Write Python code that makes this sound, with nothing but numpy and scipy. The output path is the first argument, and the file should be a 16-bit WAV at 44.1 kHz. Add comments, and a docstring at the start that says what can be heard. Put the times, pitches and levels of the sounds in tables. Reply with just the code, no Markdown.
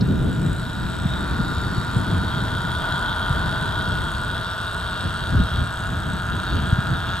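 """A camcorder zooms out outdoors; its zoom motor reaches the two microphones through the body.
A short click opens the scene, and the rubbing of the shaft fades in. The rotor turns about 30 times a second
in six steps: they make the housing whine and growl, the gears tick, and the shaft rubs twice a turn.
The motor is strongest near 3 s; from about 5 s its steps buzz harder. Throughout, random noise makes a hiss
and a light wind that rumbles and buffets, with short falling tones as thumps and strong gusts near 5.4 s."""
import sys
import numpy as np
from scipy import signal
from scipy.fft import rfft, irfft, next_fast_len
from scipy.io import wavfile
from scipy.ndimage import uniform_filter1d, map_coordinates

SR = 44100
rng = np.random.default_rng(int(sys.argv[2]) if len(sys.argv) > 2 else 0)


def store_pcm(level_fs):
    """Save levels as 16-bit WAV."""
    pcm = np.round(np.clip(level_fs, -1, 1) * 32767).astype(np.int16)
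    wavfile.write(sys.argv[1], SR, np.atleast_2d(pcm).T)


N = 317520  # length in samples
STEPS = 6  # magnetic steps in one turn of the rotor

# how fast the rotor spins: (time_s, turns_per_s)
SPIN = [(0.0, 30.97), (0.161, 28.42), (0.33, 29.76), (0.939, 29.84), (1.199, 28.48), (1.641, 30.34),
        (2.41, 29.58), (2.649, 30.14), (2.901, 28.67), (3.21, 30.17), (4.21, 30.63), (4.519, 29.75),
        (4.749, 30.5), (5.33, 30.33), (5.55, 29.51), (5.821, 30.6), (6.602, 29.58), (7.2, 30.47)]
# how hard the drive shakes the body; only rises and falls count: (time_s, level_db)
DRIVE_LOAD = [(0.08, -40), (0.89, -36), (0.99, -36.5), (1.16, -33.5), (1.93, -32.5), (2.78, -31),
              (2.85, -28.5), (3.57, -29.5), (4.24, -32), (6.0, -34.5), (6.9, -34), (7.0, -34)]


def amp(db):
    """Turn decibels into a gain."""
    return 10 ** (np.asarray(db) / 20)


def unit(x):
    """Scale a sound to an rms (average strength) of 1."""
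    return x / np.sqrt(np.mean(x ** 2) + 1e-20)


def along(points, hz):
    """Read (pitch_hz, value) points on a logarithmic pitch axis."""
    f, values = np.transpose(points)
    return np.interp(np.log(hz + 1), np.log(f), values)


def curves(rows):
    """Draw straight lines between timed rows: one curve for each column after the time."""
    time_s, *columns = np.transpose(rows)
    return [np.interp(np.arange(N) / SR, time_s, column) for column in columns]


def swing(rows):
    """A level curve in dB about its own average."""
    db, = curves(rows)
    return db - db.mean()


def swell(time_s, spread_s, db):
    """A bell-shaped rise in dB around one moment."""
    return db * np.exp(-.5 * ((np.arange(N) / SR - time_s) / spread_s) ** 2)


def wobble(rate):
    """A smooth random curve with rate random points a second."""
    points = rng.standard_normal(int(N * rate / SR) + 4)
    return map_coordinates(points, [np.arange(N) * rate / SR])


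def filtered(x, response):
    """Multiply the spectrum of x by a response that depends on pitch."""
    m = 2 * next_fast_len((N + SR // 4) // 2)  # room for the sound to ring on
    return irfft(rfft(x, m) * response(np.fft.rfftfreq(m, 1 / SR)), m)[..., :N]


def ring(x, modes):
    """Let x ring in resonances (pitch_hz, width_hz, level_db), never before it strikes; rms 1."""
    def response(hz):
        power = sum(amp(db) ** 2 / (1 + (2 * (hz - centre) / width) ** 2) ** 2 for centre, width, db in modes)
        # folding the cepstrum forward in time makes the ringing follow its cause
        cepstrum = irfft(np.log(power + 1e-12) / 2)
        half = len(cepstrum) // 2
        return np.exp(rfft(np.r_[cepstrum[0], 2 * cepstrum[1:half]], 2 * half))
    return unit(filtered(x, response))


def sliding(x, parts):
    """The parts ring differently as the lens slides along its rails: blend from station to station."""
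    # times at which the lens reaches its stations: (time_s)
    station_times = [1.15, 1.4, 3.1, 4.6, 6.4]
    parts, t = np.array(parts), np.arange(N) / SR
    shares = [np.interp(t, station_times, one) for one in np.eye(len(station_times))]
    pitches, widths, *levels = parts.T
    return sum(share * ring(x, zip(pitches, widths, db)) for share, db in zip(shares, levels))


def steadied(x, hold, span_s):
    """The drive feeds in energy at an even rate, so the vibration swells and sags less than free noise."""
    power = np.abs(uniform_filter1d(np.mean(np.atleast_2d(x) ** 2, axis=0), int(span_s * SR)))
    return unit(x / (power + 0.018) ** (hold / 2))


def wandering(x, depth_db):
    """The tone colour wanders as the moving parts meet at ever new spots."""
    z = signal.stft(x, nperseg=512)[2]
    field = rng.standard_normal(z.shape[-2:])
    field = uniform_filter1d(field, size=4, axis=0)  # smooth across pitch
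    field = uniform_filter1d(field, size=16, axis=1)  # smooth in time
    return unit(signal.istft(z * amp(depth_db * unit(field)), nperseg=512)[1][..., :N])


def spread(apart):
    """Stereo white noise; apart is how strong the left-right difference is beside the common part."""
    mid, side = rng.standard_normal((2, N))
    return unit(np.array([mid + apart * side, mid - apart * side]))


def ports(x, left_db, lead):
    """Body-borne sound is left_db stronger at the left microphone and lead samples sooner there."""
    pair = filtered(x, lambda hz: np.exp(np.outer([1, -1], 1j * np.pi * hz * lead / SR)))
    return pair * amp([[left_db / 2], [-left_db / 2]])


def hiss():
    """Fine noise of air, microphones and drive; it grows a little with the load."""
    # colour of the hiss: (pitch_hz, level_db)
    hiss_colour = [(100, 34), (600, 9), (2000, 9), (3000, 21.5), (5000, 8), (7000, 9), (10000, 4.5),
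                   (14000, 5), (15200, -5)]
    noise = unit(filtered(spread(apart=0.029), lambda hz: amp(along(hiss_colour, hz))))
    level_db = -44 + 0.3 * swing(DRIVE_LOAD)  # -44 dB at average load
    return amp(level_db) * noise


def rush(spectrum):
    """Turbulence of rms 1: how alike the two microphones hear it depends on pitch, most at the lowest."""
    # how alike left and right are in the wind: (pitch_hz, likeness from 0 to 1)
    likeness = [(25, 1), (80, 0.96), (170, 0.82), (330, 0.31), (700, 0.42)]

    def response(hz):
        turn = np.arccos(np.clip(along(likeness, hz), -1, 1)) / 2
        return amp(along(spectrum, hz)) * [np.cos(turn), np.sin(turn)]
    mid, side = filtered(rng.standard_normal((2, N)), response)
    return unit(np.array([mid + side, mid - side]))


def thump(u, hz, length, fall, apart):
    """An eddy passes both ports slightly out of step: a few cycles that fall in pitch."""
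    cycles = hz * length / fall * (1 - np.exp(-fall * u / length))
    start = rng.random() + apart * rng.standard_normal((2, 1))
    return np.exp(-(u / length) ** 2) * np.cos(2 * np.pi * (cycles + start))


def wind():
    """Breeze and gusts drive a low rumble and lumpy buffeting above it; single eddies thump."""
    # slow strength of the wind; only rises and falls count: (time_s, level_db)
    breeze = [(0.1, -18.5), (0.67, -27.5), (2.47, -27), (3.0, -33), (3.52, -29), (4.38, -36), (6.42, -32),
              (6.66, -27), (7.15, -35)]
    # short gusts: (time_s, spread_s, rise_db)
    gusts = [(.5, .06, 4.5), (1.067, .03, 4.5), (1.966, 0.027, 6), (2.14, .035, 3.5), (2.66, 0.042, 2),
             (3.355, 0.061, 2.5), (3.62, .06, 1), (4.002, .1, 2.5), (5.066, 0.028, 5.5), (5.375, 0.049, 13),
             (5.62, 0.052, 7.5), (6.033, .06, 2), (6.334, 0.035, 4), (6.56, 0.044, 5.5),
             (6.922, 0.027, 7.5)]
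    # colours of the two kinds of wind noise: (pitch_hz, level_db)
    rumble_colour = [(12, -30), (25, -16), (40, -7.5), (70, -2), (95, -2.5), (130, -10.5), (220, -32),
                     (500, -90)]
    buffet_colour = [(50, -48), (90, -8.5), (125, -0.5), (170, -1.5), (240, -8), (330, -11.5), (480, -21),
                     (800, -31.5), (2500, -101)]
    # eddies that hit the microphones: (time_s, pitch_hz, level_db, length_s)
    eddies = [(.028, 192, -14.5, 0.015), (0.109, 180, -13, 0.0064), (1.059, 165, -11, 0.0064),
              (1.404, 179, -14, 0.0093), (1.784, 116, -10, 0.0052), (1.97, 137, -10.5, 0.0057),
              (3.311, 112, -10.5, 0.007), (5.353, 168, -9, .0057), (5.407, 165, -8, 0.0055),
              (6.732, 105, -3.5, .0048), (6.791, 135, -10.5, 0.0055)]

    breeze_db = swing(breeze)
    gust_db = sum(swell(*gust) for gust in gusts)
    gust_db = gust_db + 1.37 * wobble(12)  # small random swells
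    # in dB; the rumble follows the breeze less than the buffeting does, but gusts more
    rumble_db = -30 + 0.32 * breeze_db + gust_db
    buffet_db = -30.5 + breeze_db + 0.78 * gust_db
    rumble = amp(rumble_db) * rush(rumble_colour)
    buffeting = amp(buffet_db) * unit(amp(1.5 * wobble(25)) * rush(buffet_colour))
    air = rumble + buffeting
    t = np.arange(N) / SR
    for time_s, hz, db, length in eddies:
        near = np.abs(t - time_s) < 4 * length
        air[:, near] += amp(db) * thump(t[near] - time_s, hz, length, fall=0.33, apart=0.075)
    return air * amp([[.25], [-.25]])  # dB: a touch stronger on the left


def click():
    """The lens drive takes up its slack: one short, bright scrape of plastic."""
    # when and how strongly it scrapes: (start_s, level_db)
    slack = (0.0074, -31.5)
    # resonances of the plastic: (pitch_hz, width_hz, level_db)
    plastic_modes = [(4300, 770, 4), (5250, 650, -4)]
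    start_s, db = slack
    u = np.maximum(np.arange(N) / SR - start_s, 0) / 0.0035  # time in units of 3.5 ms
    envelope = u * np.exp(-u) * 2
    return amp(db) * envelope * ring(rng.standard_normal(N), plastic_modes)


def cogging(turns, offset, sharp, repeat, apart):
    """A rough push at every step; part of its grain comes back each half turn, slowly slipping."""
    mean_speed = np.mean(np.transpose(SPIN)[1])
    grain = rng.standard_normal(round(SR / mean_speed / 2))
    angle = 2 * turns + .014 * wobble(5)
    surface = unit(np.interp(angle % 1, np.linspace(0, 1, len(grain)), grain))
    gate = np.exp(sharp * np.cos(2 * np.pi * STEPS * (turns - offset)))
    return gate * (repeat * surface + spread(apart))


def step_pulses(turns, offset, jitter_s, sizes_db, scatter_db):
    """One impulse at every step, slightly uneven in time and size."""
    step = np.arange(1, int(turns[-1] * STEPS))
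    chance = rng.standard_normal((len(step), 2))
    at = np.interp(step / STEPS + offset, turns, np.arange(N)) + jitter_s * SR * chance[:, 0]
    size = amp(np.take(sizes_db, step, mode="wrap") + scatter_db * chance[:, 1])
    return np.bincount(np.clip(at, 0, N - 1).astype(int), size, N)


def shaft_rub(turns):
    """The shaft is slightly out of true and rubs at two angles, scraping harder for moments."""
    # where it rubs: (part_of_a_turn, width_turns, level_db)
    rub_spots = [(.26, 0.029, -6), (.7, 0.046, -5.5)]
    # moments of harder scraping: (time_s, rise_db)
    scrapes = [(1.95, 2), (4.15, 2.5), (4.78, 2), (5.12, 3), (5.82, 2)]
    # shaft resonances: (pitch_hz, width_hz, then level_db at each of five lens stations)
    shaft_modes = [(6480, 440, -18, -12, -2, -11.5, 1.5), (7230, 420, 3, 6, 5, -7, 0.5),
                   (8010, 340, 7, 3, 5.5, 1.5, 4.5), (8560, 310, -17, 2, 2, -4, 4.5),
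                   (9210, 430, -3.5, -2, 7, -3, -5.5), (9700, 4200, -13, -11, -9.5, -22.5, -11.5),
                   (13800, 1200, -30, -26, -15, -28, -22)]
    contact = 0.18  # a faint rub all the way round
    for at, width, db in rub_spots:
        distance = (turns - at + .5) % 1 - .5
        contact = contact + amp(db) * np.exp(-.5 * (distance / width) ** 2)
    rub = sliding(contact * amp(1.44 * wobble(45)) * spread(apart=0.33), shaft_modes)
    # the rubbing starts as the drive takes up the lens
    attack = 1 - np.exp(-np.arange(N) / SR / 0.079)
    rub_db = -52 + sum(swell(time_s, .08, db) for time_s, db in scrapes)
    return attack * amp(rub_db) * wandering(rub, depth_db=2.0)


def gear_ticks(turns):
    """Gear play: a tick at every step over the fine grinding of the teeth."""
    # tick strength at each of the six steps of a turn: (level_db)
    teeth_db = [-3.5, -8, -2, -8, 0, -7]
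    # what one tooth contact excites: (pitch_hz, width_hz, level_db)
    tooth_modes = [(3610, 3850, 0)]
    # stiff spots of the lens travel, where the gears sound harder: (time_s, rise_db)
    stiff_spots = [(.9, 1.5), (2.44, 1.5), (4.54, 2), (5.02, 3.5), (5.48, 3.5), (6.55, 4), (7.1, 3.5)]
    # gear resonances: (pitch_hz, width_hz, then level_db at each of five lens stations)
    gear_modes = [(2424, 420, -8, -10, -14.5, -12.5, -6), (2800, 164, -6, -6, -9.5, -0.5, 2.5),
                  (3336, 373, -1.5, -3, 6, 2.5, 6.5), (3777, 346, 4, 4.5, 3, 4, 7),
                  (4440, 490, -7.5, -1.5, -5.5, -5.5, -2.5), (5420, 910, -12.5, -10.5, -14.5, -12.5, -11)]
    contacts = step_pulses(turns, offset=-.02, jitter_s=.0003, sizes_db=teeth_db, scatter_db=1.6)
    ticks = amp(-6.8) * ring(contacts, tooth_modes)
    grinding = spread(apart=0.12)
    stiff_db = sum(swell(time_s, 0.12, db) for time_s, db in stiff_spots)
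    gear_db = -39 + 0.93 * swing(DRIVE_LOAD) + stiff_db
    return amp(gear_db) * wandering(sliding(ticks + grinding, gear_modes), depth_db=1.87)


def step_buzz(turns):
    """The steps turn into a harder buzz toward the wide end of the zoom."""
    # strength of the buzz: (time_s, level_db)
    buzz_level = [(0, -48), (2, -44), (4, -52), (5, -37), (6, -35), (7.2, -32)]
    # resonances the buzz excites: (pitch_hz, width_hz, level_db)
    buzz_modes = [(1350, 360, -0.91), (1407, 430, 0.46), (1625, 250, -0.97)]
    # the steps run a little early or late as the load shifts
    uneven_turns = turns + .011 * wobble(9)
    pulses = step_pulses(uneven_turns, offset=-0.0286, jitter_s=.0001, sizes_db=[0], scatter_db=1.0)
    return amp(curves(buzz_level)[0]) * ring(pulses, buzz_modes)


def barrel_growl(turns):
    """The rotor's steps shake the lens barrel, whose lower resonances growl."""
    # barrel resonances: (pitch_hz, width_hz, then level_db at each of five lens stations)
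    barrel_modes = [(432, 190, -11.5, -7.5, -11.5, -3, -6.5), (649.4, 95, -1, -3, -3, 5, 4),
                    (773, 110, -7.5, -5.5, -9.5, -4, 1), (952, 184, 1.5, 1.5, 0.5, 5.5, 5),
                    (1100, 170, -10, -4, -12.5, 4, -44)]
    push = cogging(turns, offset=0.04, sharp=0.77, repeat=0.27, apart=0.087)
    growl_db = -36.5 + 1.04 * swing(DRIVE_LOAD)
    return amp(growl_db) * steadied(sliding(push, barrel_modes), hold=0.45, span_s=0.0055)


def housing_whine(turns):
    """The rotor's steps shake the housing, whose narrow resonances whine."""
    # housing resonances: (pitch_hz, width_hz, then level_db at each of five lens stations)
    housing_modes = [(1233, 213, -10.5, -11, -13, -14, -12), (1406, 92, -1.5, -1.5, -6, -4.5, -0.5),
                     (1467, 112, 0, -3, -1.5, -2, -2), (1650, 160, -11.5, -18, -19, -16.5, -14),
                     (1800, 397, -16, -18, -22, -22.5, -29.5)]
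    push = cogging(turns, offset=-0.037, sharp=1.0, repeat=0.54, apart=0.22)
    whine_db = -31.5 + swing(DRIVE_LOAD)
    return amp(whine_db) * steadied(sliding(push, housing_modes), hold=0.41, span_s=0.0054)


def motor():
    """The rotor's angle times every layer, so they all pulse together."""
    turns = np.cumsum(curves(SPIN)[0]) / SR
    whine = housing_whine(turns)
    growl = barrel_growl(turns)
    buzz = step_buzz(turns)
    gears = gear_ticks(turns)
    rub = shaft_rub(turns)
    return (ports(whine + buzz, left_db=0.2, lead=4.0) + ports(growl, left_db=1.5, lead=7.5)
            + ports(gears, left_db=2.5, lead=1.93) + ports(rub, left_db=-1.0, lead=0.03))


def scene():
    """Hiss, wind, click and motor add up at the two microphones."""
    return hiss() + wind() + click() + motor()


def record(dry):
    """The camera keeps nothing from its band limit of 15150 Hz upward."""
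    return filtered(dry, lambda hz: hz < 15150)


dry = scene()
out = record(dry)
store_pcm(out)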